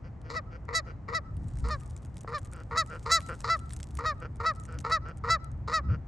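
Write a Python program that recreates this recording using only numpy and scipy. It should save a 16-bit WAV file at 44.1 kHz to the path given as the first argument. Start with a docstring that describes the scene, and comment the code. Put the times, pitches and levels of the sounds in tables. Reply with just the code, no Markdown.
"""A goose honks again and again on a grassy slope, with a wall some way off that throws the calls back.
Each honk is a rough growl of clicks and fluttering air, then a clear, brassy stack of partials that sags.
Soft grunts fall between, slow pulses shaped by resonances; decaying noise makes grassy and wall echoes.
Something dry crackles close by in bursts of noise, with a faint rustle and two soft knocks.
Filtered noise makes a low rumble, hush and puffs of wind; the microphone turns to face the goose."""
import sys
import numpy as np
from scipy import signal
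from scipy.fft import rfft, irfft, next_fast_len
from scipy.io import wavfile

SR = 44100
rng = np.random.default_rng(int(sys.argv[2]) if len(sys.argv) > 2 else 0)


def unload_audio(sound):
    """Save the sound as a 16-bit wav file, at the path given as the first command line argument."""
    columns = np.transpose(np.atleast_2d(sound))
    # keep every value between -1 and 1, then stretch to whole-number steps
    steps = np.round(np.clip(columns, -1, 1) * 32767)
    wavfile.write(sys.argv[1], SR, steps.astype(np.int16))


N = 267731
TIME = np.arange(N) / SR

# honks: growl start t/s, break into the note t/s, end t/s, top pitch f/Hz, note drive level/dB,
# note brass near 5 kHz level/dB, growl rasp near 5 kHz level/dB
HONK_CALLS = [(0.296, 0.359, .402, 653.7, -30.5, -11, -9.5), (0.681, 0.747, .807, 661.5, -28.5, -0.5, -26),
              (1.079, 1.144, 1.194, 658, -28, -7.5, -21.5), (1.639, 1.704, 1.765, 625, -32.5, -9.5, -11.5),
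              (2.272, 2.34, 2.389, 615, -31.5, -12.5, -19), (2.707, 2.772, 2.831, 659, -25, -3.5, -24),
              (3.054, 3.112, 3.192, 667, -23.5, 0.5, -14), (3.437, 3.496, 3.565, 668, -24, -9, -8.5),
              (3.983, 4.055, 4.132, 640, -27.5, -10, -19), (4.396, 4.457, 4.522, 656.5, -24.5, -11, -21),
              (4.841, 4.916, 4.981, 658, -24, -8, -18), (5.236, 5.299, 5.369, 665.3, -23, -6, -20.5),
              (5.674, 5.733, 5.802, 649.7, -25, -7.5, -12)]
# how busy the dry rustling is: t/s, hiss level/dB
RUSTLE_ACTIVITY = [(0, -104), (1.1, -100), (1.45, -74), (1.67, -66), (2.05, -78.5), (2.45, -77), (2.8, -74),
                   (3.15, -63.5), (3.97, -73.5), (4.3, -84.5), (4.6, -75.5), (4.83, -79.5), (5.05, -88.5),
                   (6.07, -100)]
RUSTLE_DB = np.interp(TIME, *np.transpose(RUSTLE_ACTIVITY))

GROWL_HZ, FLUTTER_HZ = 469.3, 156   # mid-growl pitch, mean flutter rate
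USUAL_DB = -24                      # note drive of an ordinary honk


def from_db(db):
    """Convert decibels to amplitude gain."""
    return 10 ** (np.asarray(db) / 20)


def rms_one(x):
    """Scale to unit rms."""
    return x / np.sqrt(np.mean(x ** 2) + 1e-20)


def at_hz(points, hz):
    """Read a spectrum in dB, interpolated on a log-frequency axis."""
    knots_hz, level_db = np.transpose(points)
    return np.interp(np.log(np.maximum(hz, 1)), np.log(knots_hz), level_db)


def colour(x, points):
    """Filter causally (minimum phase) to the given spectrum: folding the cepstrum supplies the phase."""
    size = 2 * next_fast_len(x.shape[-1] // 2 + 2048)
    bins_hz = np.arange(size // 2 + 1) * SR / size
    cepstrum = irfft(np.log(from_db(at_hz(points, bins_hz))))
    cepstrum[1:size // 2] *= 2
    cepstrum[size // 2 + 1:] = 0
    response = np.exp(rfft(cepstrum))
    return irfft(rfft(x, size) * response)[..., :x.shape[-1]]


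def drift(rate_hz, size):
    """Join random values, drawn rate_hz times a second with unit spread, by straight lines."""
    steps = np.arange(size) * rate_hz / SR
    count = int(steps[-1]) + 2
    return np.interp(steps, np.arange(count), rng.standard_normal(count))


def ramp(t, length):
    """Step smoothly from 0 at t = 0 to 1 at t = length."""
    return np.sin(np.pi / 2 * np.clip(t / length, 0, 1)) ** 2


def window(start, end):
    """Slice the samples round a call, with room for its rise and ring."""
    return slice(max(int((start - .03) * SR), 0), min(int((end + .04) * SR), N))


def clear_notes(sag=.15, droop_db=3, fade_db=13, brass_fade_db=11, scoop=.11, rough=.044, settle_s=.006,
                jitter=.0022, flutter=.67, lead_s=.021, attack_s=.018, lead_db=-9, bloom_s=.013,
                shimmer_db=1.67):
    """Membranes snapping shut each cycle give 18 partials; as pressure runs out they sag, upper ones first to die."""
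    # throat resonances: f/Hz, level/dB
    throat = [(300, -37.5), (620, -14.5), (830, -17.5), (1000, -6.5), (1150, -0.5), (1400, 1), (2000, 2.5),
              (2600, -13), (3250, -24), (3900, -4.5), (5300, -7), (5950, -12), (6900, 0.5), (8200, -15.5),
              (9800, -11), (11500, -23.5)]
    usual_hz, usual_brass_db = 657.4, -3.5
    # a tense, high note holds its pitch longer: sag exponent when slack and at the usual pitch
    slack_hold, usual_hold = 1.6, 3.72
    hold_doubles_hz = 11   # pitch rise that doubles the exponent's excess over slack
    # one brightness drives the upper partials: lift in an ordinary honk, dB gained per dB of brass
    ring_usual_db, ring_follows = -8, .27    # near 2 kHz
    edge_usual_db, edge_follows = -13, 1.87  # above 6 kHz
    out, k = np.zeros(N), np.arange(1, 19)[:, None]
    for _, start, end, top_hz, level_db, brass_db, _ in HONK_CALLS:
        span = window(start, end)
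        t = TIME[span] - start
        spent = np.clip(t / (end - start), 0, 1.25)
        unsettled = 1 / (1 + np.exp(t / settle_s))   # near 1 in the shuddering lead-in, 0 once clear

        hold = slack_hold + (usual_hold - slack_hold) * 2 ** ((top_hz - usual_hz) / hold_doubles_hz)
        glide = 1 - scoop * unsettled ** 2 - sag * np.minimum(spent ** hold, 1.2)
        hz = top_hz * glide * (1 + (jitter + rough * unsettled) * drift(1200, len(t)))

        ring_db = ring_usual_db + ring_follows * (brass_db - usual_brass_db)
        edge_db = edge_usual_db + edge_follows * (brass_db - usual_brass_db)
        # the first point keeps the fundamental about equally strong in soft and loud honks
        effort = [(750, -.8 * (level_db + 27.5)), (1100, .0018), (1400, .016), (1700, ring_db),
                  (2700, ring_db), (3800, brass_db), (5600, brass_db), (6500, edge_db)]
        upper = np.clip(np.log2(k / 3), 0, None)   # octaves above the third harmonic
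        dying_db = droop_db * spent + fade_db * np.log2(k) ** .5 * spent ** 5
        dying_db = dying_db + brass_fade_db * upper * spent ** 3
        blooming_db = (1 + .6 * upper) * lead_db * (1 - ramp(t + bloom_s / 3, bloom_s))
        shimmer = shimmer_db * np.minimum(upper, 1) * np.array([drift(71, len(t)) for _ in k])
        gain = from_db(level_db + at_hz(effort, k * hz) + blooming_db - dying_db + shimmer)

        gate = ramp(t + lead_s, attack_s) * ramp(end - start + .018 - t, .026)
        shake = 1 + flutter * unsettled * np.cos(2 * np.pi * (FLUTTER_HZ * t + rng.random()))
        rotation = np.exp(2j * np.pi * k * np.cumsum(hz) / SR)
        partials = np.real(hoarseness(k, level_db, unsettled + spent ** 4) * rotation)
        out[span] += np.sqrt(2) * gate * shake * np.sum(gain * partials, axis=0)
    return -colour(out, throat)


def hoarseness(k, level_db, wobbly, middle_shake=.01, ends_shake=.096, top_harmonic=9, softness=.55):
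    """Cycles close unevenly: high harmonics, wobbly note ends and soft honks shake most."""
    loudness_factor = from_db(-softness * (level_db - USUAL_DB))
    depth = (middle_shake + ends_shake * wobbly) * np.minimum(k, top_harmonic) * loudness_factor
    depth = np.minimum(depth, 1)
    size = len(wobbly)
    chance = np.array([drift(700, size) + 1j * drift(700, size) for _ in k])
    return (1 + depth * chance) / np.sqrt(1 + depth ** 2)


def pulses(hz, jitter, size):
    """Make an uneven train of about unit-power clicks, and the phase within each cycle in turns."""
    turns = rng.random() + np.cumsum(hz * (1 + jitter * drift(hz, size))) / SR
    clicks = np.diff(np.floor(turns), prepend=0) * np.sqrt(SR / np.mean(hz))
    return clicks, turns % 1


def voiced(source, throat, rasp_db):
    """Filter by throat resonances, the upper ones raised by rasp_db; 500 Hz of noise at 0 dB has unit power."""
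    shaped = [(hz, db + rasp_db * ramp(hz - 2200, 1800)) for hz, db in throat]
    return colour(source, shaped) * np.sqrt(SR / 2 / 500)


def growls(jitter=.03, tone_db=-2, slap_db=-8, air_db=-13, kick_db=7, swell_db=9, glide_per_s=1.3,
           slump_db=5.0, attack_s=.012, hum_db=-45):
    """Membranes start with a knock, then a rough tone and slow flutter, swelling before the voice breaks."""
    # throat resonances in the growl: f/Hz, level/dB
    growl_throat = [(250, -37.5), (480, -3.5), (760, -18), (970, -1), (1270, 6), (1600, -20.5),
                    (1950, -6.5), (2500, -23), (3300, -24.5), (4000, -5.5), (4900, -6), (6000, -18),
                    (7000, -15), (8000, -23.5), (11000, -41)]
    usual_growl_db, growl_follows = -38, .73   # drive before an ordinary honk; dB per dB of the note
    out = np.zeros(N)
    for start, top, _, _, note_db, _, rasp_db in HONK_CALLS:
        level_db = usual_growl_db + growl_follows * (note_db - USUAL_DB)
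        span = window(start, top)
        t = TIME[span]
        pitch_hz = GROWL_HZ * (1 + glide_per_s * (t - (start + top) / 2))
        tone, cycle = pulses(pitch_hz, jitter, len(t))
        slaps, beat = pulses(FLUTTER_HZ, .16, len(t))
        air = rng.standard_normal(len(t)) * 2 * np.exp(-2 * beat)   # a puff per flutter beat

        kick = kick_db * (1.5 - ramp(t - start - .007, .0066))
        swell = swell_db * ramp(t - top + .025, .0061)
        flutter = from_db(kick + swell) * (from_db(slap_db) * slaps + from_db(air_db) * air)
        source = from_db(tone_db) * tone * (1 + .6 * drift(300, len(t))) + flutter
        slump = from_db(-slump_db * ramp(t - start - .016, .03))
        gate = ramp(t - start + .002, attack_s) * ramp(top + .008 - t, .012)
        # the lowest partial has the same drive in every call
        hum = from_db(hum_db) * np.sqrt(2) * np.cos(2 * np.pi * cycle)
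        out[span] += hum * gate * ramp(t - start, .018)
        out[span] += from_db(level_db) * voiced(source * gate * slump, growl_throat, rasp_db)
    return out


def grunts(rate_hz=160, air_db=-7, windpipe_db=-9, knock_db=7):
    """Slack membranes rattle in slow, uneven pulses; one delayed copy stands for the long windpipe."""
    # grunts between honks: start t/s, end t/s, drive level/dB
    grunt_calls = [(.035, .09, -56.5), (.24, .334, -54.5), (.505, 0.576, -54), (.86, 0.926, -51),
                   (2.52, 2.632, -53), (2.897, 2.979, -45.5), (3.285, 3.352, -43), (4.21, 4.271, -44.5),
                   (4.675, 4.78, -51), (5.05, 5.126, -47.5), (5.885, 5.965, -48)]
    # throat resonances in the grunt: f/Hz, level/dB
    grunt_throat = [(250, -14), (500, -1), (880, -17), (1350, 2), (1750, -11), (2200, -16), (2500, -15),
                    (3100, -10.5), (3700, -18.5), (4700, -1), (6300, -12), (7100, -23), (11000, -46)]
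    # hiss near 5 kHz grows more slowly than the grunt itself
    usual_hiss_db, hiss_follows, usual_grunt_db = -71.5, .55, -46.5
    out = np.zeros(N)
    for start, end, level_db in grunt_calls:
        rasp_db = usual_hiss_db + hiss_follows * (level_db - usual_grunt_db) - level_db
        span = window(start, end)
        t = TIME[span]
        slaps, beat = pulses(rate_hz, .07, len(t))
        air = rng.standard_normal(len(t)) * 2 * np.exp(-2 * beat)
        source = slaps * from_db(2 * drift(120, len(t))) + from_db(air_db) * air
        source = source + from_db(windpipe_db) * np.interp(t - 1 / GROWL_HZ, t, source)
        swell = ramp(t - start + .008, .028) * ramp(end + .01 - t, .03)
        # only a hard grunt begins with a knock
        hardness = ramp(level_db + 45, 4)
        knock = hardness * ramp(t - start - .002, .003) * ramp(start + .018 - t, .012)
        force = swell + from_db(knock_db) * knock
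        out[span] += from_db(level_db) * voiced(source * force, grunt_throat, rasp_db)
    return out


def goose_at_ports(goose, turn_at_s=1.25, turn_takes_s=.35):
    """The microphone turns from a goose off to the left, deeply notched at the right port, to face it."""
    # right port's spectrum before the turn: f/Hz, level/dB
    far_port = [(300, 3.5), (650, -0.5), (1000, -8), (1220, -18), (1320, -27.5), (1430, -0.5), (1650, -3.5),
                (1950, 7), (2700, 0), (4000, 2)]
    facing = ramp(TIME - turn_at_s, turn_takes_s)
    right = facing * goose + (1 - facing) * colour(goose, far_port)
    lean = [(500, 1.6), (1300, .7), (2000, -.4), (5000, -.1)]   # f/Hz, left minus right level/dB
    left_half = [(hz, db / 2) for hz, db in lean]
    right_half = [(hz, -db / 2) for hz, db in lean]
    return np.array([colour(goose, left_half), colour(right, right_half)])


def echoes(x, ground_db=-27, ground_s=.017, wall_db=-29, wall_s=.094, tail_t60_s=.32):
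    """Grass scatters a little at once; the wall answers later and dies away, both as decaying noise."""
    t = TIME[:SR]
    near = np.exp(-t / ground_s) * ramp(t, .0042)
    far = ramp(t - wall_s + .0087, .012) * from_db(-60 * t / tail_t60_s)
    shape = (from_db(ground_db) * rms_one(near) + from_db(wall_db) * rms_one(far)) / np.sqrt(SR)
    mid, side = rng.standard_normal((2, SR))
    response = shape * (mid + side * np.array([[1], [-1]]))   # scatter differs between the ears
    scattered = signal.fftconvolve(x[None], response, axes=1)[:, :N]
    return colour(scattered, [(500, -4.5), (1300, .5), (2000, -5.5), (4500, -11.5), (10000, -14.5)])


def crackles(snap_s=.0016, crumble_s=.0031, crumble_db=-20, tint_db=3, after_snap_s=.008, loss_db=7.5):
    """Dry breaks give one to three ever weaker noise snaps, each with a crumbling tail and its own colour."""
    # the sharpest crackles: t/s, first snap drive level/dB
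    sharp_crackles = [(1.686, -37), (1.9648, -41), (2.169, -39), (2.2083, -42.5), (2.3825, -35),
                      (2.4484, -43.5), (2.534, -39), (3.205, -39), (3.288, -40.5), (3.405, -36),
                      (3.707, -40), (3.724, -42.5), (3.7339, -37.5), (3.7645, -36.5), (3.8015, -38.5),
                      (3.8298, -35), (3.952, -39), (3.9717, -33.5), (3.9902, -36), (4.599, -44.5),
                      (4.6533, -41), (4.7878, -35.5), (4.803, -40), (4.899, -43), (5.1722, -44.5),
                      (5.444, -44.5)]
    # snap spectrum: f/Hz, level/dB
    crackle_colour = [(500, -10), (1800, -0.5), (4500, -5), (7000, 1.5), (9500, 4), (11000, -4.5),
                      (12300, -33)]
    out = np.zeros(N)
    for s, level_db in [*sharp_crackles, *small_crackles()]:
        for _ in range(rng.integers(1, 4)):
            span = window(s, s)
            age = TIME[span] - s
            decay = np.exp(-np.abs(age) / snap_s)
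            decay = decay + from_db(crumble_db) * np.exp(-np.abs(age) / crumble_s)
            tint = [(hz, db + tint_db * rng.standard_normal()) for hz, db in crackle_colour]
            snap = (age >= 0) * decay * rng.standard_normal(len(age))
            out[span] += from_db(level_db) * colour(snap, tint)
            s = min(s + after_snap_s * rng.uniform(.5, 1.5), TIME[-1])
            level_db = level_db - loss_db
    return out


def small_crackles(busy_db=-72, most_per_s=33, mean_db=-53.5, spread_db=5.5):
    """Draw lesser crackles (t/s, level/dB) at random, more often the busier the rustle, up to busy_db."""
    busy = np.minimum(from_db(RUSTLE_DB - busy_db), 1)
    times = TIME[rng.random(N) < most_per_s * busy / SR]
    return [(s, mean_db + spread_db * rng.standard_normal()) for s in times]


def knocks():
    """A light, damped touch close by: a filtered impulse."""
    # soft dull knocks: t/s, impulse level/dB
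    touches = [(1.371, -31), (2.247, -14)]
    # knock spectrum: f/Hz, level/dB
    knock_colour = [(150, -1), (500, 13), (1100, 5), (2200, -16), (4000, -34), (9000, -42)]
    out = np.zeros(N)
    for s, level_db in touches:
        out[int(s * SR)] = from_db(level_db)
    return colour(out, knock_colour)


def rustle(per_s=110, hiss_db=-3):
    """Many far smaller snaps, random impulses over noise, merge into a faint hiss."""
    # hiss spectrum: f/Hz, level/dB
    rustle_colour = [(1000, -12), (3000, -4), (5500, -3), (8500, 0), (10000, -5), (12000, -17)]
    sizes = from_db(6 * np.minimum(rng.exponential(1, N), 4)) * rng.choice([-1, 1], N)
    snaps = (rng.random(N) < per_s / SR) * sizes
    source = rms_one(snaps) + from_db(hiss_db) * rng.standard_normal(N)
    return from_db(RUSTLE_DB) * rms_one(colour(source, rustle_colour))


def wide_noise(points, side_db):
    """Make coloured noise of unit rms; side_db sets how much the two ears differ."""
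    mid, side = rng.standard_normal((2, N))
    return rms_one(colour(mid + from_db(side_db) * side * np.array([[1], [-1]]), points))


def background(breeze_db=-47.5, rumble_start_db=-43, rise_db_per_s=.4355, hush_db=-56.5):
    """Coloured noise: wind puffs on the microphone, slowly growing air and far rumble, open-ground hush."""
    # puffs of wind: centre t/s, Gaussian sigma t/s, deep buffeting level/dB, rumble level/dB
    gusts = [(1.44, 0.092, -37.5, -36.5), (1.68, 0.081, -30.5, -37.5), (4.78, 0.039, -51, -37.5),
             (5.58, .06, -44, -40.5), (5.9, 0.052, -41, -29)]
    # noise spectra: f/Hz, level/dB
    wind_colour = [(12, -14.5), (25, 8.5), (38, 14), (52, 21), (66, 24.5), (90, -2), (200, -31), (600, -50),
                   (4000, -100)]
    rumble_colour = [(15, -45.5), (40, -24.5), (72, 2), (100, -1.5), (122, -1), (150, -7.5), (200, -15),
                     (300, -22), (500, -44.5), (1000, -48), (4000, -100)]
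    field_colour = [(150, -11.5), (250, -1), (400, -7), (800, -9), (1300, -15.5), (1640, -20.5),
                    (1950, -21), (2600, -31.5), (3700, -39.5), (7000, -41.5), (9000, -48.5), (12000, -66)]
    wind_gain = from_db(breeze_db + rise_db_per_s * TIME)
    rumble_gain = from_db(rumble_start_db + rise_db_per_s * TIME)
    for s, sigma_s, deep_db, rumble_db in gusts:
        puff = np.exp(-.5 * ((TIME - s) / sigma_s) ** 2)
        wind_gain = np.hypot(wind_gain, from_db(deep_db) * puff)
        rumble_gain = np.hypot(rumble_gain, from_db(rumble_db) * puff)
    wind = wind_gain * wide_noise(wind_colour, side_db=-19)
    rumble = rumble_gain * wide_noise(rumble_colour, side_db=-19)
    hush = from_db(hush_db) * wide_noise(field_colour, side_db=-6)
    return (wind + rumble + hush) * from_db([[.3], [-.3]])   # leans slightly left


def scene():
    """The goose starts off to the left and ends up ahead, its low notes still leaning a little left."""
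    goose = clear_notes() + growls() + grunts()
    close_by = crackles() + knocks() + rustle()
    return goose_at_ports(goose) + echoes(goose) + close_by + background()


def record(dry, cutoff_hz=12300):
    """Two microphone ports differ in phase, set by a lag on the left; a steep low-pass cuts the top."""
    # lag of the left port: f/Hz, phase/rad
    port_lag = [(0, 0), (700, -.1), (1100, .3), (1500, .2), (2200, 0), (2700, -.25), (4200, -.3),
                (6000, -.05), (8500, 0), (9200, 1.8), (10200, 3.1), (11000, 5.2), (12000, 6.2)]
    size = 2 * next_fast_len(N // 2 + 2048)
    bins_hz = np.arange(size // 2 + 1) * SR / size
    lag_rad = np.interp(bins_hz, *np.transpose(port_lag))
    left = irfft(rfft(dry[0], size) * np.exp(-1j * lag_rad))[:N]
    low_pass = signal.ellip(10, .05, 70, cutoff_hz, fs=SR, output="sos")
    return signal.sosfiltfilt(low_pass, np.array([left, dry[1]]))


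dry = scene()
out = record(dry)
unload_audio(out)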